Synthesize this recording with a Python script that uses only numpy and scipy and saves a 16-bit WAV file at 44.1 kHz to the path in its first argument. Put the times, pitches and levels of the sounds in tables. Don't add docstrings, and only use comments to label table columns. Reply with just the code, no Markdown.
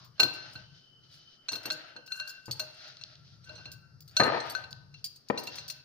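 import sys
import numpy as np
from scipy import signal
from scipy.fft import rfft, irfft
from scipy.io import wavfile

SR = 44100
rng = np.random.default_rng(int(sys.argv[2]) if len(sys.argv) > 2 else 0)


def output_pcm(signal):
    pcm = np.clip(np.atleast_2d(signal).T, -1, 1) * 32767
    wavfile.write(sys.argv[1], SR, np.round(pcm).astype(np.int16))


N = 257663

# t/s, level/dB
CLINKS = [(0.0464, -48), (0.2006, -20.5), (0.2328, -26.5), (0.3366, -41.5), (0.531, -46.5), (1.5188, -30),
          (1.554, -35), (1.632, -43), (1.6563, -32), (1.7187, -28), (2.0625, -43.5), (2.276, -37),
          (2.2942, -36), (2.4567, -42), (2.5117, -26), (2.5957, -27.5), (2.877, -53), (3.4455, -59.5),
          (3.717, -34.5), (4.006, -42), (4.078, -44.5), (4.111, -53), (4.1674, -31), (4.4986, -28),
          (4.708, -45), (5.043, -24.5), (5.1582, -44.5), (5.286, -44.5), (5.3846, -31.5), (5.434, -37),
          (5.469, -36), (5.5564, -35.5), (5.583, -48), (5.6803, -31.5), (5.7002, -28.5)]
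# t/s, level/dB, dullness/(dB per octave), boost of the two tones near 2700 Hz/dB
RIM_HITS = [(0.181, -56, 8, -7), (0.1962, -26, 2.5, -14), (0.1995, -18, 1.5, 4.5),
            (0.2316, -20.5, -4.5, -11), (0.5545, -42.5, 6.5, 3), (1.4849, -25, -3, -3),
            (1.5313, -32, 3.5, -1), (1.5536, -33, 7, -15.5), (1.6553, -32, 3.5, -4), (1.703, -24, 4, -9),
            (1.9637, -44.5, 8, -1), (2.0764, -46, 3, -5), (2.1198, -34, -3.5, -3), (2.1989, -33, 3, -2.5),
            (2.596, -27.5, 1.5, -10), (3.0127, -45.5, -4.5, -1), (3.4425, -59, -23, 8),
            (3.4935, -47.5, 9.5, -1), (3.5551, -49, -13, -7), (3.5802, -52.5, 10.5, 0.5),
            (3.656, -45.5, 2, 4), (4.1674, -17.5, -2.5, -10), (4.1985, -21.5, 4, -8.5),
            (4.2345, -27, 0.5, -6.5), (4.4027, -39, -15, 2.5), (4.5505, -32, 2.5, -3),
            (4.6402, -45, 1.5, -1.5), (4.9416, -54, -7.5, 12.5), (5.3762, -30.5, 0.5, -7),
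            (5.4729, -36.5, -10, 3.5), (5.5843, -40, -11.5, 7), (5.6998, -39, -0.5, 7)]
# f/Hz, level/dB, t60/s (the time to fade by 60 dB)
BOWL_TONES = [(616, -20.5, 0.34), (1527, -14.5, 0.14), (1580, -27.5, 0.21), (2675, -27, 0.47),
              (2740, -7, 0.11), (4170, -30, 0.1), (4196, 1, 0.074), (4293, -13.5, 0.098),
              (5430, -11.5, 0.023), (6007, -13.5, 0.08), (7860, -31, 0.076)]
# t/s, level/dB, dullness/(dB per octave), rocking time/s, boom/dB
KNOCKS = [(.196, -28.5, -6, 0.033, -91), (0.227, -26, 12, 0.035, -48), (0.556, -50.5, 8, 0.037, -49),
          (1.516, -35, 3.5, 0.066, -52), (1.654, -33.5, 9.5, 0.042, -60), (1.718, -44, 15.5, .05, -78),
          (1.959, -43.5, 6.5, 0.054, -107), (2.481, -35.5, 6, 0.03, -42), (2.598, -40.5, 0, 0.039, -63.5),
          (3.485, -44.5, 4.5, 0.13, -66), (3.658, -47.5, 5, .05, -62.5), (4.199, -14, -6.5, 0.018, -41.5),
          (4.222, -13, -4.5, 0.16, -46.5), (4.709, -58.5, 9, .03, -59.5), (5.3006, -15, 0, 0.01, -53),
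          (5.32, -36.5, 11, 0.12, -75)]


def from_db(db):
    return 10 ** (np.asarray(db) / 20)


def rms_one(x):
    return x / np.sqrt(np.mean(x ** 2) + 1e-20)


def at_hz(points, hz):
    point_hz, values = np.transpose(points)
    return np.interp(np.log(hz), np.log(point_hz), values)


def drift(per_second):
    count = int(N / SR * per_second) + 2
    return np.interp(np.arange(N), np.linspace(0, N, count), rng.standard_normal(count))


def band(x, low_hz, high_hz):
    return signal.sosfilt(signal.butter(3, [low_hz, high_hz], "band", fs=SR, output="sos"), x)


def ring(clicks, hz, t60):
    decay, angle = from_db(-60 / (t60 * SR)), 2 * np.pi * hz / SR
    return signal.lfilter([0, np.sin(angle)], [1, -2 * decay * np.cos(angle), decay ** 2], clicks + 1e-18)


def coloured(x, spectrum):
    hz = np.fft.rfftfreq(N, 1 / SR) + 1
    return rms_one(irfft(rfft(x) * from_db(at_hz(spectrum, hz)), N))


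def stereo_noise(alike):
    mid, side = rng.standard_normal((2, N))
    return np.sqrt(1 + alike) * mid + np.sqrt(1 - alike) * side * np.array([[1], [-1]])


def swells(times, lengths, levels_db, rise):
    t, gain = np.arange(N) / SR, 0
    for top, span, db in zip(times, lengths, levels_db):
        ramp = np.interp(t, [top - rise * span, top, top + (1 - rise) * span], [0, 1, 0])
        gain += from_db(db) * np.sin(np.pi / 2 * ramp) ** 2
    return gain


def dying(times, db, t60):
    jolts = np.zeros(N)
    jolts[(times * SR).astype(int)] = from_db(db)
    return signal.lfilter([1], [1, -from_db(-60 / (t60 * SR))], jolts + 1e-18)


def struck(times, level_db, dull_db, tones, boost_db, centre_hz, spread_db, crack_db, crack_t60,
           bounces, bounce_s, bounce_db, fade_db):
    late = np.c_[np.zeros(len(times)), rng.random((len(times), bounces))]
    at = np.clip((times[:, None] + late * np.reshape(bounce_s, (-1, 1))) * SR, 0, N - 1).astype(int)
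    touch_db = level_db[:, None] + (late > 0) * bounce_db + late * fade_db
    pan_db = 2.0 * rng.standard_normal(len(times))
    sides = from_db(np.outer([.5, -.5], pan_db))[:, :, None]
    luck = rng.standard_normal((len(times), len(tones) + 1, 2, bounces + 1))
    contact_crack = (centre_hz, crack_db, crack_t60)
    out = np.zeros((2, N))
    for k, (hz, tone_db, t60) in enumerate(tones + [contact_crack]):
        octaves = np.clip(np.log2(hz / centre_hz), -1.5, 1.5)
        colour_db = tone_db + boost_db(k) - dull_db * octaves + np.zeros(len(times))
        uneven_db = spread_db * np.moveaxis(luck[:, k], 1, 0)
        clicks = np.zeros((2, N))
        clicks[:, at] = sides * from_db(touch_db + colour_db[:, None] + uneven_db)
        out += ring(clicks, hz, t60)
    return out


def rustle():
    # loudest t/s, length/s, hiss/dB, scrape/dB
    strokes = [(0.005, 0.32, -58, -64.5), (0.41, 0.63, -52, -54), (0.79, 0.41, -64.5, -77),
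               (1.162, 0.37, -61, -73), (1.327, 0.17, -63, -75), (1.726, 0.71, -60.5, -51.5),
               (2.297, 0.43, -59, -65.5), (2.855, 1, -54.5, -57.5), (3.311, 0.2, -56.5, -68.5),
               (3.577, 0.52, -59.5, -67), (4.408, 0.73, -53, -45.5), (4.986, 0.15, -60, -90),
               (5.565, 0.75, -53, -60)]
    # f/Hz, level/dB
    spectrum = [(150, -42), (250, -11), (292, -6), (501, -13.5), (618, 5.5), (1080, -15), (1350, 4),
                (2200, -3), (4700, 9), (6100, -0.5), (7300, -23.5), (16000, -52)]
    clumps = from_db(3 * drift(25))
    sizes = from_db(3.5 * np.minimum(rng.exponential(1, N), 4))
    grains = sizes * (rng.random(N) < 2500 / SR) * clumps
    flicker = from_db(3.2 * drift(22))
    mix = flicker * coloured(stereo_noise(0.43) * (0.81 + grains), spectrum)
    times, lengths, hiss_db, scrape_db = np.transpose(strokes)
    hiss = swells(times, lengths, hiss_db, rise=0.5) * rms_one(band(mix, 2800, 20000))
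    scrape = swells(times, lengths, scrape_db, rise=0.5) * rms_one(band(mix, 160, 2700))
    return hiss + scrape


def narrowed(noise, hz, width_hz):
    t60 = np.log(1000) / (np.pi * width_hz)
    return rms_one(ring(ring(noise, hz, t60), hz, t60))


def hum():
    # t/s, level/dB
    loudness = [(0.0, -57), (0.3, -65.5), (0.76, -60), (0.83, -73.5), (1.1, -62.5), (1.48, -82),
                (2.16, -72), (2.44, -76), (2.8, -70.5), (3.25, -57.5), (3.76, -56), (4.02, -57),
                (4.14, -59), (4.95, -55.5), (5.24, -76), (5.64, -58), (5.84, -68)]
    wavering = from_db(np.interp(np.arange(N) / SR, *np.transpose(loudness)))
    knock_times, *_, boom_db = np.transpose(KNOCKS)
    booms = dying(knock_times, boom_db, t60=0.35)
    rumble = band(stereo_noise(0.85), 70, 260)
    return (wavering + booms) * narrowed(rumble, hz=135, width_hz=56)


def hisses():
    # f/Hz, width/Hz, start t/s, end t/s, level/dB
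    hiss_bands = [(3036, 116, 0, 2.3, -64.5), (1340, 120, 0.9, 1.55, -78), (1367, 28, 2.5, 4.66, -75.5),
                  (1140, 290, -1.47, .17, -51)]
    t, out = np.arange(N) / SR, 0
    for hz, width_hz, start, stop, db in hiss_bands:
        swell = np.sin(np.pi * np.clip((t - start) / (stop - start), 0, 1))
        flicker = from_db(2 * drift(24))
        out += from_db(db) * swell * flicker * narrowed(stereo_noise(0.093), hz, width_hz)
    return out


def background():
    # f/Hz, level/dB
    spectrum = [(20, 1.5), (45, -9), (130, 2), (300, 0.5), (1070, -11.5), (1400, -5.5), (2500, -21),
                (3400, -21.5), (4700, -1), (5700, -9), (7300, -29.5), (14400, -29.5), (16000, -49.5)]
    return from_db(-69) * coloured(stereo_noise(0.45), spectrum)


def clinks():
    # f/Hz, level/dB, t60/s
    bangle_tones = [(4300, -18.5, 0.084), (4240, -18, 0.033), (4610, 5.5, 0.025), (5060, -0.5, 0.019),
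                    (5200, -0.5, 0.0096), (5810, -5.5, 0.029), (6763, -7.5, 0.049), (8100, -15, 0.01),
                    (8620, -10.5, 0.027), (9540, -15.5, .03), (9870, -33, 0.035), (11410, -20.5, 0.05),
                    (12600, -23.5, .03), (13000, -7, 0.025), (13800, -10, 0.042), (15000, -4, .04)]
    sizes = (1, .97, 1.025)
    caught_db = 3 * rng.standard_normal((len(CLINKS), 20))
    out = 0
    for first, size in enumerate(sizes):
        turn = slice(first, None, len(sizes))
        times, db = np.transpose(CLINKS[turn])
        tones = [(hz / size, tone_db, t60) for hz, tone_db, t60 in bangle_tones]
        out += struck(times, db - 15, dull_db=-0.5, tones=tones, boost_db=lambda k: caught_db[turn, k],
                      centre_hz=8880, spread_db=5.5, crack_db=-6.3, crack_t60=0.0016,
                      bounces=30, bounce_s=0.03, bounce_db=-3, fade_db=-19)
    return out


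def beads(tone_count=24, ring_cycles=180):
    # loudest t/s, length/s, level/dB
    shakes = [(0.293, 0.23, -67), (.54, 0.15, -72), (1.146, 0.16, -68), (1.54, 0.15, -57),
              (1.776, 0.51, -73), (2.168, 0.16, -52.5), (2.297, 0.14, -64), (2.667, 0.71, -71),
              (3.543, 0.23, -77.5), (4.235, 0.19, -55.5), (4.487, 0.52, -67), (5.58, 0.072, -64),
              (5.747, 0.1, -80)]
    clink_times, clink_db = np.transpose(CLINKS)
    rim_times, rim_db = np.transpose(RIM_HITS)[:2]
    shaking = swells(*np.transpose(shakes), rise=0.55)
    shaking += dying(clink_times, clink_db - 20, t60=0.08)
    shaking += dying(rim_times, rim_db - 31, t60=0.08)
    ticks = (rng.random(N) < 5000 / SR) * rng.standard_normal((2, N))
    ticks *= from_db(3.5 * drift(80)) * shaking
    pitches = np.geomspace(4600, 15400, tone_count) * (1 + 0.03 * rng.standard_normal(tone_count))
    chosen = rng.integers(0, tone_count, N)
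    jingle = sum(ring(ticks * (chosen == k), hz, ring_cycles / hz) for k, hz in enumerate(pitches))
    return band(from_db(-5) * ticks + from_db(-9.5) * jingle, 3800, 16600)


def rim_hits():
    times, db, dull_db, pair_db = np.transpose(RIM_HITS)
    return struck(times, db - 3.5, dull_db, BOWL_TONES, boost_db=lambda k: pair_db * (k in (3, 4)),
                  centre_hz=3920, spread_db=6.5, crack_db=-3, crack_t60=0.0049,
                  bounces=5, bounce_s=0.007, bounce_db=-7, fade_db=1)


def knocks():
    # f/Hz, level/dB, t60/s
    counter_tones = [(142, -15, .1), (320.5, -6.5, 0.032), (502, -6, 0.054), (565, -17.5, 0.23),
                     (667, -0.5, 0.025), (867, 7.5, 0.011), (982, 0.5, 0.0088), (1242, -7, 0.05),
                     (1760, -2, 0.012), (2340, -23, .03)]
    times, db, dull_db, rocking_s, _ = np.transpose(KNOCKS)
    blows = struck(times, db - 18, dull_db, counter_tones, boost_db=lambda k: 0,
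                   centre_hz=637, spread_db=5, crack_db=-11, crack_t60=0.0026,
                   bounces=70, bounce_s=rocking_s, bounce_db=-5.5, fade_db=-5.5)
    return band(blows, 215, 4400)


def drags(attack_s=0.017, fade_db_per_s=156):
    # start t/s, hold/s, level/dB, dullness/(dB per octave)
    rubs = [(1.5, 0.58, -60.5, 15.5), (2.099, 0.19, -43, 13.5), (2.47, 0.57, -61, 0.5),
            (3.451, .25, -55.5, 12), (3.8, 0.064, -76, 18.5), (4.898, 0.088, -70.5, 3.5),
            (5.5, 0.29, -65, 7)]
    slips = (rng.random(N) < 900 / SR) * rng.standard_normal(N) * from_db(2 * drift(40))
    sustain = 2.5
    tones = np.array([from_db(db) * ring(slips, hz, t60 * sustain) for hz, db, t60 in BOWL_TONES])
    pitches = np.array(BOWL_TONES)[:, 0]
    octaves_away = np.abs(np.log2(pitches / pitches[1]))
    t, out = np.arange(N) / SR, 0
    for start, hold, db, dull_db in rubs:
        onset = np.clip((t - start) / attack_s, 0, 1)
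        level = from_db(db - fade_db_per_s * np.maximum(t - start - hold, 0))
        out += onset * level * rms_one(from_db(-dull_db * octaves_away) @ tones)
    return out


def snaps(splinters=6, splinter_s=0.004):
    # t/s, level/dB
    stems = [(2.9697, -28.5), (3.0375, -18), (3.155, -31), (4.5774, -33), (4.7289, -21)]
    times, db = np.transpose(stems)
    late = np.c_[np.zeros(len(times)), rng.random((len(times), splinters))]
    at = ((times[:, None] + late * splinter_s) * SR).astype(int)
    clicks = np.zeros(N)
    clicks[at] = from_db(db[:, None] - 13 * (late > 0) - 5.5 * late)
    return band(ring(clicks, hz=4360, t60=0.0016), 3060, 6300)


def kitchen_echo(x, first_echo_s=0.0033, build_s=0.016):
    # f/Hz, t60/s
    ring_times = [(100, 0.4), (400, 0.66), (1000, 0.79), (2500, 0.61), (5000, 0.48), (8000, 0.22),
                  (16000, 0.33)]
    t = np.arange(SR) / SR
    edges_hz = 45 * 2 ** np.arange(0, 8.6, .5)
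    white, tail = rng.standard_normal((2, 2, SR)), 0
    for k, (low, high) in enumerate(zip(edges_hz, edges_hz[1:])):
        noise = signal.sosfilt(signal.butter(2, [low, high], "band", fs=SR, output="sos"), white[k % 2])
        tail += noise * from_db(-60 * t / at_hz(ring_times, np.sqrt(low * high)))
    build_up = 1 - np.exp(-np.maximum(t - first_echo_s, 0) / build_s)
    return signal.fftconvolve(x.mean(axis=0)[None], tail * build_up / np.sqrt(SR), axes=1)[:, :N]


def scene():
    glass = band(rim_hits() + drags(), 757, 8590)
    bright = glass + band(clinks(), 2700, 14000) + snaps()
    thuds = knocks()
    echo = kitchen_echo(from_db(7) * bright + from_db(9.5) * thuds)
    return bright + thuds + echo + background() + beads() + rustle() + hum() + hisses()


def record(dry, cutoff_hz=17250):
    # f/Hz, level/dB
    balance = [(60, 5), (130, 5.5), (300, 6.5), (700, 3), (1300, 7.5), (2500, 3.5), (4300, 0.5), (8000, 5),
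               (15000, 6)]
    # f/Hz, phase/rad
    lead = [(60, 0.084), (400, 0.42), (860, 1.5), (1500, 0.94), (2700, 1.66), (4200, 1.43), (7000, 1.92),
            (15000, 1.1)]
    hz = np.fft.rfftfreq(N, 1 / SR) + 1
    left = from_db(at_hz(balance, hz) / 2) * np.exp(.5j * at_hz(lead, hz))
    heard = irfft(rfft(dry) * np.array([left, 1 / left]), N)
    return signal.sosfilt(signal.cheby2(12, 70, cutoff_hz, fs=SR, output="sos"), heard)


dry = scene()
out = record(dry)
output_pcm(out)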